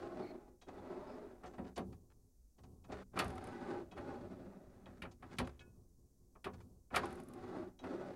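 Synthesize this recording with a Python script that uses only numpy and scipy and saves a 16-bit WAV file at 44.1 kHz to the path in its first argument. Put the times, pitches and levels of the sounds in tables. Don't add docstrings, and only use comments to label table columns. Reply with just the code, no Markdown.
import sys
import numpy as np
from scipy import signal
from scipy.fft import rfft, irfft, next_fast_len
from scipy.io import wavfile
from scipy.ndimage import uniform_filter1d

SR = 44100
rng = np.random.default_rng(int(sys.argv[2]) if len(sys.argv) > 2 else 0)


def dump_mix(stems):
    frames = np.atleast_2d(stems).T
    limited = np.clip(frames, -1, 1)
    pcm = np.round(limited * 32767).astype(np.int16)
    wavfile.write(sys.argv[1], SR, pcm)


N = 359415

TIME = np.arange(N) / SR
AGE = np.arange(int(.45 * SR)) / SR
BANDS = 40 * 2 ** (np.arange(27) / 3)
MODE_SWAY_DB, MODE_SWAY_PER_S = 3.5, 7
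TICK_SCATTER_DB = 3


def undb(db):
    return 10 ** (np.asarray(db) / 20)


def unit(x):
    return x / np.sqrt(np.mean(x ** 2, axis=-1, keepdims=True))


def db_at(hz, points):
    f, db = np.transpose(points)
    return np.interp(np.log(hz + 1e-9), np.log(f), db)


def colour(x, points):
    size = next_fast_len(N)
    hz = np.arange(size // 2 + 1) * SR / size
    return irfft(rfft(x, size) * undb(db_at(hz, points)), size)[:N]


def band(x, lo_hz, hi_hz):
    sos = signal.butter(2, [lo_hz, min(hi_hz, .48 * SR)], "band", fs=SR, output="sos")
    return signal.sosfilt(sos, x)


def fade(t60):
    return np.exp(-np.log(1000) * AGE / t60)


def walk(rate):
    knots = rng.standard_normal(4000)
    return np.interp(TIME * rate, np.arange(len(knots)), knots)


def gate(start, end, attack_s, release_s):
    return np.interp(TIME, [start - attack_s, start, end, end + release_s], [0, 1, 1, 0])


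def add(out, s, x):
    i = max(int(s * SR), 0)
    out[i:i + len(x)] += x[:N - i]


def modes(x, column):
    # pitch in Hz, nominal width in Hz,
    # level in dB when rolled on (column 2), level in dB when struck (column 3).
    cabinet_modes = [(70.3, 4, 3.5, 7), (92, 13, 9.5, -5), (124.5, 5.3, 5, 1), (191.6, 9, 10, 9.5),
                     (250.8, 25, 9.5, 9.5), (351.9, 7.6, 12, 12.5), (370.1, 5.9, 11, -12),
                     (396.5, 33, 5.5, -3), (422, 3.4, -0.5, 10.5), (518.4, 7.3, 9, 6.5),
                     (572, 6.7, 9, -8.5), (622.4, 7.4, 6, 1.5), (740.4, 40, 2, 5), (816.4, 11, 8.5, -5),
                     (970, 8.8, 2.5, 2.5), (1080, 28, 0.5, 4.5), (1197, 10, 3.5, 1.5), (1311, 48, 1.5, 1),
                     (1465, 15, 5, -4), (1600, 15, -9.5, -0.5), (1652, 25, -2.5, -2), (1863, 20, -9, 4),
                     (1964, 30, 0, -9.5), (2470, 220, -8, -4), (2810, 9.3, -5.5, -13), (3510, 24, 0, -19),
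                     (4480, 60, -19.5, 1), (8790, 77, -6.5, 6.5), (10820, 330, -10.5, 4)]
    highest_q = 55
    rings = []
    for row in cabinet_modes:
        hz, width_hz = row[:2]
        b, a = signal.iirpeak(hz, min(hz / width_hz, highest_q), fs=SR)
        rings.append(undb(row[column]) * signal.lfilter(b, a, x))
    return rings


def cabinet(x, column):
    return x + sum(modes(x, column))


def resonate(x, hz, width_hz):
    turn = np.exp(2j * np.pi * np.cumsum(hz) / SR)
    smooth = signal.lfilter([1], [1, -np.exp(-np.pi * width_hz / SR)], x / turn)
    return unit(np.real(turn * smooth))


def ripple():
    hz = np.geomspace(700, 16000, 190)
    spread_db = np.interp(hz, [700, 1500, 2500, 6000], [1.2, 3, 4.5, 4])
    chance = np.clip(rng.standard_normal(len(hz)), -2, 1.3)
    return np.transpose([hz, spread_db * (chance - uniform_filter1d(chance, size=7))])


def dense_modes(peaks):
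    size = 2 ** 17
    hz = np.arange(size // 2 + 1) * SR / size + 1e-9
    thirds = 3 * np.log2(hz / BANDS[:, None])
    spectrum = rfft(rng.standard_normal(size)) * undb(db_at(hz, peaks))
    bands = unit(irfft(spectrum * np.maximum(1 - np.abs(thirds), 0)))
    return bands / np.sqrt(uniform_filter1d(bands ** 2, size=1024, axis=1))


def blow(panels, band_db, t60, push_s, bass_slope, room_db, room_t60):
    i = rng.integers(panels.shape[1] - len(AGE))
    ring = fade(t60 * (1000 / BANDS[:, None]) ** bass_slope) + undb(room_db) * fade(room_t60)
    rise = np.minimum(AGE / (push_s + 1 / BANDS[:, None]), 1)
    return undb(band_db) @ (panels[:, i:i + len(AGE)] * ring * rise)


def air():
    # pitch in Hz, relative level in dB.
    air_colour = [(20, -0.5), (55, 4.5), (100, -17), (220, -15), (500, -26.5), (1000, -42), (3000, -51),
                  (6000, -33.5), (15000, -40)]
    return unit(colour(rng.standard_normal(N), air_colour)) * undb(-67.5)


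def travel_gains():
    # time in seconds, level in dB.
    slides = [
        [(0, -48), (.1, -53), (.185, -48), (.28, -55), (.34, -54.5), (.49, -61.5), (.6, -78.5)],
        [(.68, -55), (.82, -54), (.95, -51), (1.05, -52), (1.22, -54.5), (1.39, -63), (1.56, -60.5),
         (1.66, -64), (1.73, -66)],
        [(2.9, -54.5), (3.025, -53.5)],
        [(3.135, -74), (3.17, -48), (3.33, -55), (3.55, -52.5), (3.75, -48), (3.81, -53), (3.86, -63.5),
         (3.92, -66), (3.96, -65)],
        [(3.977, -49), (4.05, -51.5), (4.12, -49.5), (4.24, -57), (4.33, -57.5), (4.6, -66), (4.98, -69),
         (5.18, -84), (5.25, -67), (5.35, -61.5)],
        [(6.93, -56.5), (7.04, -49), (7.19, -54.5), (7.25, -63.5), (7.43, -54), (7.56, -51), (7.68, -55),
         (7.73, -70.5), (7.79, -76.5)],
        [(7.8, -69), (7.84, -48.5), (7.92, -48.5), (8.02, -50.5), (8.14, -52)],
    ]
    # opening at the start and at the end (0 shut, 1 fully out),
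    # boom in dB and grit in dB, both for a shut drawer rolling at the cruise level.
    travels = [(0.17, 0.73, -57, -57), (0.33, 0.28, -57.5, -56.5), (0.54, 0.18, -64, -53.5),
               (0.19, 0.92, -48.5, -49), (0.84, 0, -49, -49.5), (0, 0.45, -50, -54),
               (0.79, 0.7, -54.5, -50)]
    cruise_db = -50
    boom_slope, grit_slope = 0.53, 1.234
    boom_open_db, grit_open_db = -7.5, -14.5
    rumble, boom, grit = np.zeros((3, N))
    for curve, (open_from, open_to, boom_db, grit_db) in zip(slides, travels):
        s, db = np.transpose(curve)
        rolling_db = np.interp(TIME, s, db)
        effort_db = rolling_db - cruise_db
        opening = np.interp(TIME, [s[0], s[-1]], [open_from, open_to])
        rolling = gate(s[0], s[-1], attack_s=0.021, release_s=.015)
        booming = gate(s[0], s[-1], attack_s=0.0093, release_s=0.2)
        rumble += rolling * undb(rolling_db)
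        boom += booming * undb(boom_db + boom_slope * effort_db + boom_open_db * opening)
        grit += rolling * undb(grit_db + grit_slope * effort_db + grit_open_db * opening)
    return rumble, boom, grit


def overhang(bumps):
    # start in seconds, end in seconds,
    # first pitch in Hz, last pitch in Hz, level in dB ahead of sway and rumble gain.
    glides = [(0, .4, 632, 625, -8), (0, .16, 1045, 1075, -10), (.1, .45, 375, 355, -2),
              (.75, 1.35, 620, 612, -7), (.7, 1.4, 820, 845, -12), (.88, 1.02, 385, 350, -1),
              (.85, 1.2, 270, 255, -5), (1.1, 1.4, 430, 400, -3), (3.66, 3.87, 380, 350, 0),
              (3.25, 3.68, 775, 755, -3), (3.62, 3.83, 770, 815, -6), (3.4, 3.85, 1475, 1515, -13),
              (4.0, 4.65, 565, 545, -8), (4.0, 4.24, 820, 805, -6), (4.4, 5.0, 205, 165, 0),
              (7.05, 7.23, 785, 760, -4), (7.3, 7.7, 755, 785, -8), (7.1, 7.7, 1070, 1095, -14),
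              (7.48, 7.72, 350, 365, 0), (7.5, 7.68, 630, 620, -8), (7.86, 7.98, 365, 345, -2),
              (7.98, 8.14, 585, 535, -5)]
    width_hz, drift = 26, .015
    out = np.zeros(N)
    for start, end, from_hz, to_hz, db in glides:
        x = bumps[int(start * SR):int(end * SR)]
        swell = signal.windows.tukey(len(x), .4)
        swell *= undb(MODE_SWAY_DB * np.clip(walk(MODE_SWAY_PER_S)[:len(x)], -1.5, .6))
        hz = np.linspace(from_hz, to_hz, len(x)) * (1 + drift * walk(MODE_SWAY_PER_S)[:len(x)])
        add(out, start, undb(db) * swell * resonate(x, hz, width_hz))
    return out


def rollers(peaks):
    # pitch in Hz, level in dB.
    track_colour = [(40, -16.5), (100, -7), (160, -3.5), (300, 3), (480, -4.5), (750, -3), (1400, -9.5),
                    (2100, -16), (3100, -24), (4400, -22.5), (6000, -29.5), (10200, -36.5), (12500, -77),
                    (16000, -61)]
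    flaws_db = 2.5 * rng.exponential(size=N) + 1.8 * walk(70)
    bumps = colour(rng.standard_normal(N) * undb(flaws_db), track_colour)
    shift = .5 + .5 * np.tanh(2 * walk(4))
    drive = shift * colour(bumps, peaks) + (1 - shift) * colour(bumps, ripple())
    track = drive.copy()
    for mode in modes(drive, column=2):
        track += mode * undb(MODE_SWAY_DB * np.clip(walk(MODE_SWAY_PER_S), -2, 1))
    rumble_gain, boom_gain, grit_gain = travel_gains()
    rumble = (unit(band(track, 282, 756)) * undb(-1.5) + overhang(bumps)) * rumble_gain
    boom = unit(band(track, 66, 186)) * boom_gain
    grit = unit(band(track, 1147, 15000)) * grit_gain
    return rumble - boom - grit


def squeals():
    # start in seconds, length in seconds,
    # first pitch in Hz, last pitch in Hz, level in dB.
    squeaks = [(.205, .125, 4295, 4285, -71.5), (.205, .125, 2225, 2215, -70), (.24, .09, 2045, 2035, -70),
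               (1.06, .11, 5100, 5060, -79)]
    waver, waver_per_s = .014, 90
    out = np.zeros(N)
    for s, length, from_hz, to_hz, db in squeaks:
        size = int(length * SR)
        hz = np.linspace(from_hz, to_hz, size) * (1 + waver * walk(waver_per_s)[:size])
        swell = signal.windows.tukey(size, .4)
        add(out, s, undb(db) * swell * resonate(rng.standard_normal(size), hz, width_hz=150))
    return out


def clicks(panels):
    # start in seconds, level in dB, treble in dB re level,
    # ring in dB re level, ring centre in Hz, share of the free ring time.
    click_hits = [(0.615, -55, -7.5, -11.5, 3700, 1), (0.681, -45.5, -20.5, -37, 3000, .5),
                  (1.459, -57, -7, -15, 6500, 1), (1.535, -53, -21, -34, 3000, .5),
                  (1.643, -56, -23, -18, 2500, .5), (1.669, -62, -9, -16, 3370, 0.45),
                  (1.759, -48, -4, -18, 4940, 1), (1.923, -57.5, -12, -28, 2400, 0.19),
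                  (2.582, -61, -12, -21, 3000, 0.39), (2.633, -60.5, -7, -35, 3800, .5),
                  (2.841, -59, -12, -15, 2960, 0.44), (2.918, -39.5, -18, -28, 3020, 0.39),
                  (3.914, -52.5, -13.5, -10.5, 3040, 0.82), (4.859, -53, -24, -8, 3160, 0.31),
                  (5.111, -62.5, 0, -28, 6000, .5), (5.312, -52.5, -20, -16, 2900, 0.25),
                  (5.366, -61, -5, -21, 3000, .5), (5.446, -56, -9, -5, 3000, 0.22),
                  (5.594, -60, -5.5, 1.5, 3210, 0.37), (5.608, -66.5, -2.5, 8, 2000, 0.76),
                  (6.352, -54.5, -40, -26.5, 2460, 0.33), (6.534, -55.5, -9.5, -9, 1880, 0.34),
                  (6.606, -69.5, -1.5, -18, 2400, 0.46), (6.905, -48, -42, -19.5, 1980, .5),
                  (7.791, -55, -14, -3.5, 4100, 0.69)]
    # pitch in Hz, level in dB.
    click_colour = [(60, -18), (200, -26), (800, -10.5), (1500, -18.5), (3500, -8), (7000, -0.5),
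                    (11000, -28), (15000, -48)]
    # pitch in Hz, level in dB, free ring time (t60) in seconds.
    steel_modes = [(1464, -1, .45), (1701, -5, .3), (2256, -5, .14), (2550, -1, .34), (2990, -10, .2),
                   (3260, -4, .25), (3335, -7, .15), (3870, -4, .22), (5483, -7, .15), (6106, -2, .25),
                   (6460, -6, .2), (7629, -2, .3), (9536, -6, .2)]
    taps, rings = np.zeros((2, N))
    for s, db, treble_db, ring_db, ring_hz, free in click_hits:
        tilt_db = db_at(BANDS, [(1500, 0.0021), (5500, treble_db)])
        band_db = db + db_at(BANDS, click_colour) + tilt_db
        tap = blow(panels, band_db, t60=.085, push_s=0.0098, bass_slope=.3, room_db=-24, room_t60=.25)
        add(taps, s, tap)
        for hz, mode_db, t60 in steel_modes:
            reach = np.exp(-(np.log2(hz / ring_hz) / 0.5) ** 2)
            pair_hz = hz * (1 + .005 * rng.standard_normal((2, 1)))
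            tone = np.array([.75, .4]) @ np.sin(2 * np.pi * pair_hz * AGE)
            add(rings, s, undb(db + ring_db + mode_db) * reach * fade(t60 * free) * tone)
    return cabinet(taps, column=3) + rings


def knocks(panels):
    # start in seconds, level in dB, contact pitch in Hz, thump in dB, shove in dB.
    knock_hits = [(1.432, -32, 800, -51, -58), (1.445, -41, 1200, -58, -52), (1.579, -30, 736, -41, -44),
                  (1.595, -45, 450, -43, -39), (1.613, -33, 347, -44, -39), (1.652, -35, 505, -50, -47),
                  (1.771, -21.5, 690, -43, -44.5), (1.776, -36, 4300, -65, -82),
                  (1.789, -27.5, 520, -39.5, -56), (1.923, -67, 990, -74, -58), (2.635, -51, 700, -62, -69),
                  (2.896, -40, 804, -48, -44), (2.916, -49, 900, -51, -66), (2.985, -51, 900, -53, -73),
                  (3.132, -39.5, 820, -50, -64), (3.158, -29, 790, -78, -64), (3.169, -24, 1240, -49, -63),
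                  (3.189, -17.5, 4030, -58, -63), (3.194, -17, 1070, -64, -69),
                  (3.216, -26, 1200, -49, -60.5), (3.245, -30.5, 890, -32.5, -59),
                  (3.919, -42, 900, -58, -81), (3.974, -32, 1200, -45, -39),
                  (4.859, -39.5, 910, -69.5, -62.5), (5.019, -32.5, 2400, -41, -73.5),
                  (5.031, -32.5, 766, -50, -51), (5.049, -38, 1150, -44.5, -51),
                  (5.223, -35.5, 1180, -66, -62.5), (5.384, -24, 3900, -32.5, -63),
                  (5.393, -21.5, 930, -36.5, -43), (5.406, -29.5, 640, -36.5, -42),
                  (5.429, -42.5, 493, -36.5, -47), (6.442, -31.5, 2920, -46.5, -61),
                  (6.453, -28, 750, -44.5, -57.5), (6.463, -29.5, 870, -52.5, -58),
                  (6.927, -33, 880, -36.5, -58), (6.94, -19.5, 1320, -59, -60),
                  (6.949, -25, 2340, -47, -60), (6.952, -26, 650, -56, -59), (6.959, -18.5, 4660, -64, -66),
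                  (6.961, -15, 1400, -48.5, -64), (7.03, -28, 980, -65, -40), (7.837, -30, 990, -46, -75)]
    # pitch in Hz, level in dB.
    knock_colour = [(40, -29.5), (75, -21), (160, -16), (400, -24), (1000, -24.5), (2000, -22),
                    (3200, -21.5), (4500, -24.5), (7000, -26.5), (10500, -17), (15000, -26.5)]
    below_db, above_db = 5.5, 9.5
    push_cycles = 7.2
    shove_s = 0.00065
    out, force = np.zeros((2, N))
    bass = db_at(BANDS, [(110, 1), (420, 0.053)])
    shove = AGE / shove_s * np.exp(-AGE / shove_s)
    shove *= SR / (2 * np.pi * 50) / shove.sum()
    for s, db, contact_hz, thump_db, shove_db in knock_hits:
        octaves = np.log2(BANDS / contact_hz)
        contact_db = db + np.minimum(below_db * octaves, -above_db * octaves)
        band_db = bass * thump_db + (1 - bass) * contact_db + db_at(BANDS, knock_colour)
        knock = blow(panels, band_db, t60=0.14, push_s=push_cycles / contact_hz,
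                     bass_slope=0.28, room_db=-33, room_t60=0.22)
        add(out, s, knock)
        add(force, s, undb(shove_db) * shove)
    body = sum((-1) ** k * mode for k, mode in enumerate(modes(force, column=3)))
    return cabinet(out, column=3) + body


def rattles(panels):
    # start in seconds, length in seconds, mean tap level in dB.
    runs = [(1.434, .045, -57), (1.536, 0.03, -66.5), (1.647, 0.05, -60.5), (2.104, 0.022, -68),
            (2.909, 0.1, -55.5), (4.875, 0.11, -66), (5.317, 0.042, -55), (5.45, 0.054, -58),
            (6.584, 0.032, -63)]
    # pitch in Hz, level in dB.
    rattle_colour = [(200, -24.5), (700, -11.5), (1500, -10), (2500, -17.5), (4500, -20), (9000, -25),
                     (15000, -60)]
    gap_s, jitter_s = .008, .002
    out = np.zeros(N)
    for start, length, level_db in runs:
        tap = blow(panels, level_db + db_at(BANDS, rattle_colour), t60=0.034, push_s=0.0011,
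                   bass_slope=0.13, room_db=-32, room_t60=0.31)
        chance = rng.standard_normal((40, 2))
        for age, (late, strong) in zip(np.arange(0, length, gap_s), chance):
            add(out, start + age + jitter_s * late, undb(TICK_SCATTER_DB * strong) * tap)
    return out


def struck(part, hits, reach_octaves, contact_s):
    out = np.zeros(N)
    rise = np.minimum(AGE / contact_s, 1)
    tones = []
    for k, (hz, db, t60) in enumerate(part):
        sign = (-1) ** k
        tones.append(sign * undb(db) * rise * fade(t60) * np.sin(2 * np.pi * hz * AGE))
    mode_hz = np.array(part)[:, 0]
    for s, db, centre_hz in hits:
        reach = np.exp(-(np.log2(mode_hz / centre_hz) / reach_octaves) ** 2)
        add(out, s, undb(db) * reach @ np.array(tones))
    return out


def clacks():
    # pitch in Hz, level in dB, ring time (t60) in seconds.
    fork_modes = [(1104, 0.5, 0.09), (1240, 1.5, .07), (1335, 0.5, .07), (1400, 1.5, 0.032),
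                  (1700, -11, .07), (1725, -7, .09), (2296, -1.5, .05), (2384, -3.5, 0.067),
                  (2960, -11, .08), (3210, -21.5, .1), (3864, -15.5, .06), (4320, -15.5, .08)]
    drawer_modes = [(366, 1, .1), (420, -0.5, 0.12), (534.4, -1, 0.041), (550, -4, 0.17),
                    (730, -5.5, 0.063), (770, -3.5, 0.068), (824, -4.5, .07), (1060, 2.5, 0.077)]
    # start in seconds, level in dB, centre pitch in Hz.
    fork_hits = [(1.926, -69, 1600), (2.634, -78, 1900), (2.845, -69, 1300), (3.172, -42, 1390),
                 (3.194, -36, 1690), (5.019, -49, 2700), (5.050, -52, 1700), (5.384, -41.5, 2200),
                 (6.355, -65, 1150), (6.444, -51, 3000), (6.465, -45.5, 1100), (6.54, -67, 1800),
                 (6.608, -68, 1900), (6.906, -62, 1700), (6.943, -41, 1900), (6.962, -29.5, 1900)]
    jolts = [(1.582, -42, 586), (1.776, -39, 510), (2.897, -43, 660), (3.196, -41, 770), (5.034, -44, 650),
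             (5.396, -44, 764), (5.407, -60, 480), (5.434, -45, 600), (6.464, -39.5, 410),
             (6.929, -37, 620), (6.963, -43, 600), (7.032, -36.5, 930), (7.036, -45, 400)]
    fork = struck(fork_modes, fork_hits, reach_octaves=1.0, contact_s=.0025)
    drawer = struck(drawer_modes, jolts, reach_octaves=0.38, contact_s=0.0035)
    return fork + drawer


def handling():
    # time of full grip in seconds, hold in seconds, level in dB.
    hand_grips = [(1.872, 0.015, -54.5), (2.105, 0.059, -68.5), (2.599, 0.25, -61), (5.528, 0.23, -64.5),
                  (5.991, 0.66, -68.5), (6.536, 0.003, -53.5), (6.801, .1, -85)]
    # pitch in Hz, level in dB.
    hand_colour = [(40, -15), (85, 9.5), (200, -6.5), (400, -12), (700, -22.5), (1100, -27.5),
                   (1800, -54.5), (4000, -42.5)]
    attack_s, release_db_per_s = 0.038, 63.5
    rub = unit(cabinet(colour(rng.standard_normal(N), hand_colour), column=3))
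    pressure_db = 3.5 * walk(18)
    grips = []
    for s, hold, db in hand_grips:
        onset = np.interp(TIME, [s - attack_s, s], [0, 1])
        grips.append(onset * undb(db - release_db_per_s * np.maximum(TIME - s - hold, 0)))
    return rub * undb(pressure_db) * np.max(grips, axis=0)


def spring(panels):
    # first tick in seconds, length in seconds, swing period in seconds, first level in dB.
    swings = [(3.2375, .25, .0385, -48), (5.4765, .03, .039, -50.5), (7.048, .28, .0395, -47.5)]
    # pitch in Hz, level in dB.
    tick_colour = [(1000, -12), (4000, -22), (7000, -20.5), (10500, -10.5), (12000, -43), (15000, -41.5)]
    fade_db_per_s, jitter_s, tilt_db_per_octave = 29, .007, 3
    out = np.zeros(N)
    for start, length, period, level_db in swings:
        for age in np.arange(0, length, period):
            late, strong, bright = rng.standard_normal(3)
            tilt_db = tilt_db_per_octave * bright * np.clip(np.log2(BANDS / 8000), -1.5, 1)
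            db = level_db - fade_db_per_s * age + TICK_SCATTER_DB * strong
            tick = blow(panels, db + tilt_db + db_at(BANDS, tick_colour), t60=0.026, push_s=0.00069,
                        bass_slope=0.084, room_db=-24, room_t60=0.43)
            add(out, start + age + jitter_s * late, tick)
    return out


def scene():
    peaks = ripple()
    panels = dense_modes(peaks)
    rolling = rollers(peaks) + squeals()
    impacts = clicks(panels) + knocks(panels) + rattles(panels) + clacks() + spring(panels)
    return (air() + rolling + impacts + handling())[None]


def record(dry):
    return signal.sosfilt(signal.ellip(8, .2, 70, 15800, fs=SR, output="sos"), dry)


dry = scene()
out = record(dry)
dump_mix(out)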